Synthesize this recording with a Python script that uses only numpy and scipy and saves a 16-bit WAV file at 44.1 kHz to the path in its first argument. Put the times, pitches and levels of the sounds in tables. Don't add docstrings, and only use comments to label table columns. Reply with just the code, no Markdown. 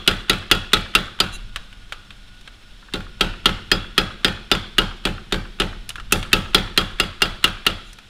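import sys
import numpy as np
from scipy import signal
from scipy.fft import rfft, irfft, next_fast_len
from scipy.io import wavfile
from scipy.ndimage import uniform_filter1d

SR = 44100
rng = np.random.default_rng(int(sys.argv[2]) if len(sys.argv) > 2 else 0)


def store_wav(level_fs):
    pcm = np.round(np.clip(np.atleast_2d(level_fs), -1, 1) * 32767)
    wavfile.write(sys.argv[1], SR, pcm.T.astype(np.int16))


N = 357057

# (time [s], strength [dB], pitch of bar and tongs [Hz], ring of the die [dB])
HAMMER_BLOWS = [(-0.142, 0, 3310, -14), (0.076, 2, 3310, -25), (0.2962, 1, 3870, -26),
                (0.5133, 3, 2840, -20.5), (0.7327, 3, 3830, -44), (0.9509, 1.5, 2740, -27),
                (1.2018, -1, 4780, -46), (2.937, -14.5, 3930, -50), (3.2087, -2, 3256, -40),
                (3.4568, 1, 3260, -47), (3.7155, -1, 3300, -14.5), (3.9788, 0.5, 3356, -19),
                (4.2457, 0, 3296, -16.5), (4.5145, 0.5, 3600, -19), (4.7825, 0.5, 2880, -42),
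                (5.0521, -8, 3320, -51), (5.3232, -8.5, 3680, -53), (5.5997, -5.5, 2845, -64),
                (6.1226, -3.5, 2680, -25.5), (6.33, 1, 2680, -29), (6.546, 2, 3335, -21),
                (6.7755, 0, 3253, -20.5), (6.999, -3.5, 2810, -21.5), (7.2196, -0.5, 2806, -20),
                (7.441, 0, 2853, -33), (7.665, -2.5, 2830, -42)]
# (frequency [Hz], relative level per Hz [dB])
SIZZLE_COLOUR = [(3500, -4.5), (6000, 0.5), (8000, 1.5), (10500, 3), (12200, -3), (15000, -2), (16000, -27)]
# (frequency [Hz], relative level per Hz [dB])
CLINK_COLOUR = [(250, -31), (600, -9), (1000, -3.5), (1450, 7.5), (2100, -2), (2800, 5.5), (3800, 1),
                (5000, -19.5), (8000, -17.5), (16000, -40)]
# (frequency [Hz], time to fall 60 dB [s])
CRACK_DECAY = [(400, 0.021), (1400, 0.022), (3200, 0.055), (6000, 0.042), (12000, 0.025)]
# (frequency [Hz], time to fall 60 dB [s])
ROOM_DECAY = [(150, 0.6), (600, 0.52), (1400, 0.54), (3400, 0.68), (7000, 0.49), (14000, 0.19)]

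EDGE_START_S, EDGE_END_S = 1.5, 6.1


def amp(db):
    return 10 ** (np.asarray(db) / 20)


def evened(x):
    return x / np.sqrt(np.mean(x ** 2) + 1e-20)


def read(points, hz):
    f, value = np.transpose(points)
    return np.interp(np.log(hz + 1), np.log(f + 1), value)


def add(mix, s, sound):
    start = round(s * SR)
    sound = sound[max(-start, 0):]
    part = mix[max(start, 0):][:len(sound)]
    part += sound[:len(part)]


def swell(x, rise):
    return x * (1 - np.exp(-np.arange(len(x)) / SR / rise))


def band(x, low_hz, high_hz):
    return signal.sosfilt(signal.butter(2, [low_hz, high_hz], "band", fs=SR, output="sos"), x)


def noise(spectrum, size, ripple_db=0):
    hz = np.fft.rfftfreq(size, 1 / SR)
    knots = np.arange(0, SR / 2, 110)
    ripple = np.interp(hz, knots, rng.standard_normal(len(knots)))
    gain = evened(amp(read(spectrum, hz) + ripple_db * ripple))
    return irfft(rfft(rng.standard_normal(size)) * gain, size)


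def burst(spectrum, decays, rise, size):
    t, hz = np.arange(size) / SR, np.fft.rfftfreq(size, 1 / SR)
    z = rfft(noise(spectrum, size, ripple_db=2.8))
    centres, t60s = np.transpose(decays)
    total = np.zeros(size)
    for one, t60 in zip(np.eye(len(centres)), t60s):
        share = read(np.c_[centres, one], hz)
        total += irfft(z * share) * np.exp(-np.log(1000) * t / t60)
    return swell(total, rise)


def ring(modes, loose, size=32768):
    hz, db, t60 = np.transpose(modes)[:, :, None]
    strength, shift, lag = rng.standard_normal((len(modes), 3)).T[:, :, None]
    t = np.arange(size) / SR
    waves = np.sin(2 * np.pi * (hz * (1 + .0015 * shift) * t + loose * lag))
    dying = np.exp(-np.log(1000) * t / t60)
    return (amp(db + strength) * dying * waves).sum(0)


def shimmer(x):
    pair = rng.standard_normal((2, len(x)))
    in_step, across = evened(uniform_filter1d(uniform_filter1d(pair, size=400), size=300))
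    depth = swell(np.ones(len(x)), rise=.02) / 3
    tone = signal.hilbert(x, 2 * len(x))[:len(x)]
    return (tone * (1 - depth / 2 + depth * (in_step + 1j * across))).real


def level(strength_db, base_db, growth):
    return base_db + growth * strength_db


def weight(s):
    # (time [s], weight [dB])
    weight_points = [(0, -17.5), (0.75, -18), (1.2, -21.5), (2.93, -22), (3.3, -17), (5.6, -17.5),
                     (6.55, -15), (7.0, -21.5), (7.7, -22.5)]
    return np.interp(s, *np.transpose(weight_points))


def on_edge(s):
    return EDGE_START_S <= s < EDGE_END_S


def fresh_scale(s):
    since = s - EDGE_END_S
    return 12.5 * np.exp(-since / 0.11) if since >= 0 else 0


def sizzle(db, tail_db):
    hz, level_db = np.transpose(SIZZLE_COLOUR)
    tilt_db = .45 * (max(db, -27) + 14)
    colour = np.c_[hz, level_db + tilt_db * np.log2(hz / hz[2])]
    spit = np.pad(burst(colour, CRACK_DECAY, rise=.0002, size=4096), (0, 16384 - 4096))
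    flakes = evened(uniform_filter1d(rng.standard_normal(len(spit)), size=200))
    crackle = amp(2.5 * flakes) * burst(colour, ROOM_DECAY, rise=.004, size=16384)
    return amp(db) * (spit + amp(tail_db) * crackle)


def room(early_db, early_s):
    # (frequency [Hz], relative level per Hz [dB])
    room_colour = [(100, -8.5), (280, -9), (430, -6), (650, -2.5), (1000, -4.5), (1350, 6), (1700, -0.5),
                   (2200, -5), (2800, -2), (3400, -2.5), (4300, -6.5), (6000, -21), (16000, -34.5)]
    tail = burst(room_colour, ROOM_DECAY, rise=0.0023, size=32768)
    return tail * (1 + amp(early_db) * np.exp(-np.arange(len(tail)) / SR / early_s))


def clink(db):
    return amp(db) * burst(CLINK_COLOUR, [(1400, 0.034), (6000, 0.037)], rise=0.000073, size=4096)


def linkage():
    # (time [s], level [dB])
    take_up = [(2.825, -33), (2.885, -28), (5.981, -17)]
    # (frequency [Hz], relative level per Hz [dB])
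    knock_colour = [(700, -18), (1350, 1.5), (1700, 1), (2100, -21), (2800, 0.5), (9000, -70)]
    out, knocks = np.zeros(N), list(take_up)
    for s, *_ in HAMMER_BLOWS:
        rattle = burst(CLINK_COLOUR, [(1400, 0.032), (6000, 0.021)], rise=0.0043, size=4096)
        add(out, s - 0.0135, amp(-20.5 - 7 * on_edge(s)) * rattle)
        knocks.append((s + 0.127, weight(s) - 4.5))
    for s, db in knocks:
        add(out, s, amp(db) * burst(knock_colour, [(1400, 0.033), (3200, 0.017)], rise=0.0046, size=4096))
    return out


def blows():
    # (frequency [Hz], relative level per Hz [dB])
    crack_colour = [(150, -14.5), (400, -2.5), (650, -6.5), (1000, -4.5), (1350, -3.5), (1700, 2.5),
                    (2000, 2.5), (2250, -5), (2700, 4), (3700, 1.5), (4600, -3.5), (5600, -16.5),
                    (8000, -41.5), (16000, -61.5)]
    # (frequency [Hz], level [dB], time to fall 60 dB [s])
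    frame_modes = [(1230, -27, .14), (1302, -0.5, 0.18), (1286.6, 7.5, 0.043), (1345, 5.5, 0.076),
                   (1418, 1.5, 0.13), (1617, -19, 0.1)]
    # (frequency [Hz], level [dB], time to fall 60 dB [s])
    die_modes = [(4918, 0, .115), (5350, -15, .12), (7218, -21, .15), (11990, -20, .08)]
    # (frequency [Hz], level [dB], time to fall 60 dB [s])
    ram_modes = [(3250, -22, 0.27), (3322, 2.5, 0.41), (3440, -8.5, 0.81)]
    out = np.zeros(N)
    for s, strength_db, bar_hz, die_db in HAMMER_BLOWS:
        crack_db = level(strength_db, base_db=-4.5, growth=0.95)
        add(out, s, amp(crack_db) * burst(crack_colour, CRACK_DECAY, rise=0.00046, size=8192))

        bar_db = level(strength_db, base_db=-11.5, growth=0.99) + 0.92 * s
        bar = ring([(bar_hz, 0, .065), (.965 * bar_hz, -6, .05)], loose=1.0, size=8192)
        add(out, s, amp(bar_db) * swell(bar, rise=0.0011))

        scale_db = level(strength_db, base_db=-14.5, growth=0.67) - 3 * on_edge(s) + fresh_scale(s)
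        add(out, s, sizzle(scale_db, tail_db=-28.5))

        clang_db = level(strength_db, base_db=-21, growth=0.92) - 2 * on_edge(s)
        add(out, s, amp(clang_db) * swell(ring(frame_modes, loose=0.9), rise=0.00038))

        add(out, s, amp(die_db) * shimmer(ring(die_modes, loose=0.65)))

        ram_gain = amp(level(strength_db, base_db=-41, growth=3.8)) + amp(die_db - 12)
        add(out, s, ram_gain * shimmer(ring(ram_modes, loose=0.64)))

        room_db = level(strength_db, base_db=-25.5, growth=0.66)
        add(out, s, amp(room_db) * room(early_db=-6.5, early_s=0.028))
    return out


def thuds():
    # (frequency [Hz], level [dB], time to fall 60 dB [s])
    thud_modes = [(33.17, -4.5, 0.58), (70.9, -11.5, 0.32), (89.7, -9.5, 0.29), (109, -18.5, 0.486),
                  (135.9, -12, 0.41), (187.1, -14, 0.24), (200.5, -5, 0.22), (270, -14, 0.099),
                  (325.7, -13.5, 0.35), (376.6, -16.5, 0.24), (402.1, -3, 0.11), (425.8, -0.5, 0.12),
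                  (519, -17, 0.36), (583, -16, 0.25), (757.6, -17, 0.3), (851, -14.5, 0.27)]
    # (delay [s], frequency [Hz], relative level [dB])
    jolts = [(.002, 415, 3.5), (.003, 250, 2.5), (0.011, 85, -2.5), (.026, 520, -10), (0.056, 181, -2)]
    # (frequency [Hz], relative level per Hz [dB])
    boom_colour = [(20, -14), (60, -2.5), (90, 6), (155, -1.5), (210, -1.5), (270, -10), (400, -3),
                   (520, -18), (1200, -36)]
    out = np.zeros(N)
    boom = burst(boom_colour, ROOM_DECAY, rise=0.006, size=32768)
    for s, *_ in HAMMER_BLOWS:
        thud_db = weight(s)
        body = ring(thud_modes, loose=.02)
        add(out, s + 0.00284, amp(thud_db + 0.5) * swell(body, rise=0.0039))
        add(out, s, amp(thud_db - 10.0) * boom)
        for delay, hz, db in jolts:
            jolt = swell(ring([(hz, 0, .03)], loose=0, size=4096), rise=0.0034)
            add(out, s + delay, amp(thud_db + db + 7.5) * jolt)
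    return out


def slab():
    # (frequency [Hz], relative level per Hz [dB])
    slab_colour = [(40, -27), (70, -2), (95, 5), (120, -11), (200, -42.5)]
    out = np.zeros(N)
    for s, *_ in HAMMER_BLOWS:
        slab_db = weight(s) - 13.5 - 10 * on_edge(s)
        add(out, s, amp(slab_db) * burst(slab_colour, [(60, 0.43), (120, 0.38)], rise=0.012, size=16384))
    return out


def rebounds():
    hop_s, slap_s = 0.036, 0.019
    light_blow_db = -4.5
    out = np.zeros(N)
    for s, strength_db, *_ in HAMMER_BLOWS:
        hop_db = level(strength_db, base_db=-21.5, growth=0.99) + rng.uniform(-3, 3)
        add(out, s + hop_s, clink(hop_db))
        add(out, s + hop_s, amp(hop_db - 20.5) * burst(SIZZLE_COLOUR, CRACK_DECAY, rise=.0005, size=4096))
        if strength_db < light_blow_db:
            add(out, s + slap_s, clink(level(strength_db, base_db=-9, growth=1)))
    return out


def drive():
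    # (time [s], level [dB])
    rumble_levels = [(0, -42), (1.25, -39), (1.48, -32), (1.7, -38), (2.8, -42), (3.2, -34.5), (5.4, -41.5),
                     (6.1, -30.5), (7.6, -40), (7.9, -41.5)]
    # (frequency [Hz], relative level per Hz [dB])
    rumble_colour = [(10, 12), (22, 4), (36, 12.5), (58, -9), (105, -6), (155, -15), (205, -13.5),
                     (300, -34), (800, -54), (2000, -109)]
    # (frequency [Hz], relative level per Hz [dB])
    whirr_colour = [(100, -24), (260, 1), (500, -6), (1000, -7), (1450, -2), (2000, -5), (3400, 0),
                    (4500, -8), (6000, -14.5), (10000, -19.5), (15500, -33.5)]
    t, size = np.arange(N) / SR, next_fast_len(N)
    rumble_gain = amp(np.interp(t, *np.transpose(rumble_levels)))
    rumble = rumble_gain * noise(rumble_colour, size)[:N]
    flutter = amp(0.77 * noise([(1, -66), (12, 14), (60, -22), (300, -100)], size)[:N])
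    hiss = amp(-1.5) * noise(whirr_colour, size)[:N]
    hum = np.zeros(N)
    # centre Hz, width Hz, relative dB
    for hz, width, db in [(200.6, 23.8, -11.5), (5350, 87, -18), (1449, 30.6, -11.5), (3564, 750, -12.5)]:
        hum += amp(db) * evened(band(rng.standard_normal(N), hz - width / 2, hz + width / 2))
    return rumble + amp(-49.5) * (flutter * hiss + hum)


def squeaks():
    # (time [s], length [s], level [dB])
    slips = [(1.316, 0.062, -38.5), (7.831, 0.11, -56)]
    # (frequency [Hz], relative level [dB])
    squeak_tones = [(2740, 1), (2950, -20), (4000, 1.5), (6067, -13), (6260, -9), (6783, -9), (7181, -8),
                    (8317, -11), (9448, -7.5), (10029, -11), (11353, -24), (12344, -17), (13975, -24)]
    out = np.zeros(N)
    for s, length, db in slips:
        t = np.arange(round(length * SR)) / SR
        rise_and_fall = np.sin(np.pi * t / length) ** 1.2
        for hz, tone_db in squeak_tones:
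            waver, grip = evened(uniform_filter1d(rng.standard_normal((2, len(t))), size=400))
            phase = 2 * np.pi * hz * np.cumsum(1 + .004 * waver) / SR
            tone = np.sin(phase) * amp(3 * grip)
            add(out, s, amp(db + tone_db) * tone * rise_and_fall)
    tail = burst(SIZZLE_COLOUR, ROOM_DECAY, rise=.004, size=16384)
    echo = signal.oaconvolve(out, tail / np.linalg.norm(tail))[:N]
    return out + amp(-19) * echo


def clinks():
    # (time [s], level [dB], sizzle level [dB])
    touches = [(1.5602, -17.5, -29), (1.728, -36, -56), (1.923, -19, -36), (2.1057, -31.5, -62),
               (2.411, -45, -48), (2.476, -30.5, -58), (3.005, -31.5, -57), (5.8915, -28, -23.5),
               (5.9035, -26.5, -38), (5.9565, -25, -42), (5.9989, -27, -56), (6.2285, -21, -43),
               (7.93, -52, -37.5), (7.986, -33.5, -44)]
    out = np.zeros(N)
    for s, db, sizzle_db in touches:
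        add(out, s, clink(db))
        add(out, s, sizzle(sizzle_db, tail_db=-26))
        add(out, s, amp(db - 24) * room(early_db=6.5, early_s=0.01))
    return out


def scene():
    hammer = linkage() + blows() + thuds() + slab() + rebounds()
    return (hammer + drive() + squeaks() + clinks())[None]


def record(dry):
    x = signal.sosfilt(signal.butter(1, 12, "high", fs=SR, output="sos"), dry)
    clipped = x / (1 + x ** 6) ** (1 / 6)
    top_cut = signal.firwin(255, 15800, window=("kaiser", 9), fs=SR)
    return signal.oaconvolve(clipped, top_cut[None], "same")


dry = scene()
out = record(dry)
store_wav(out)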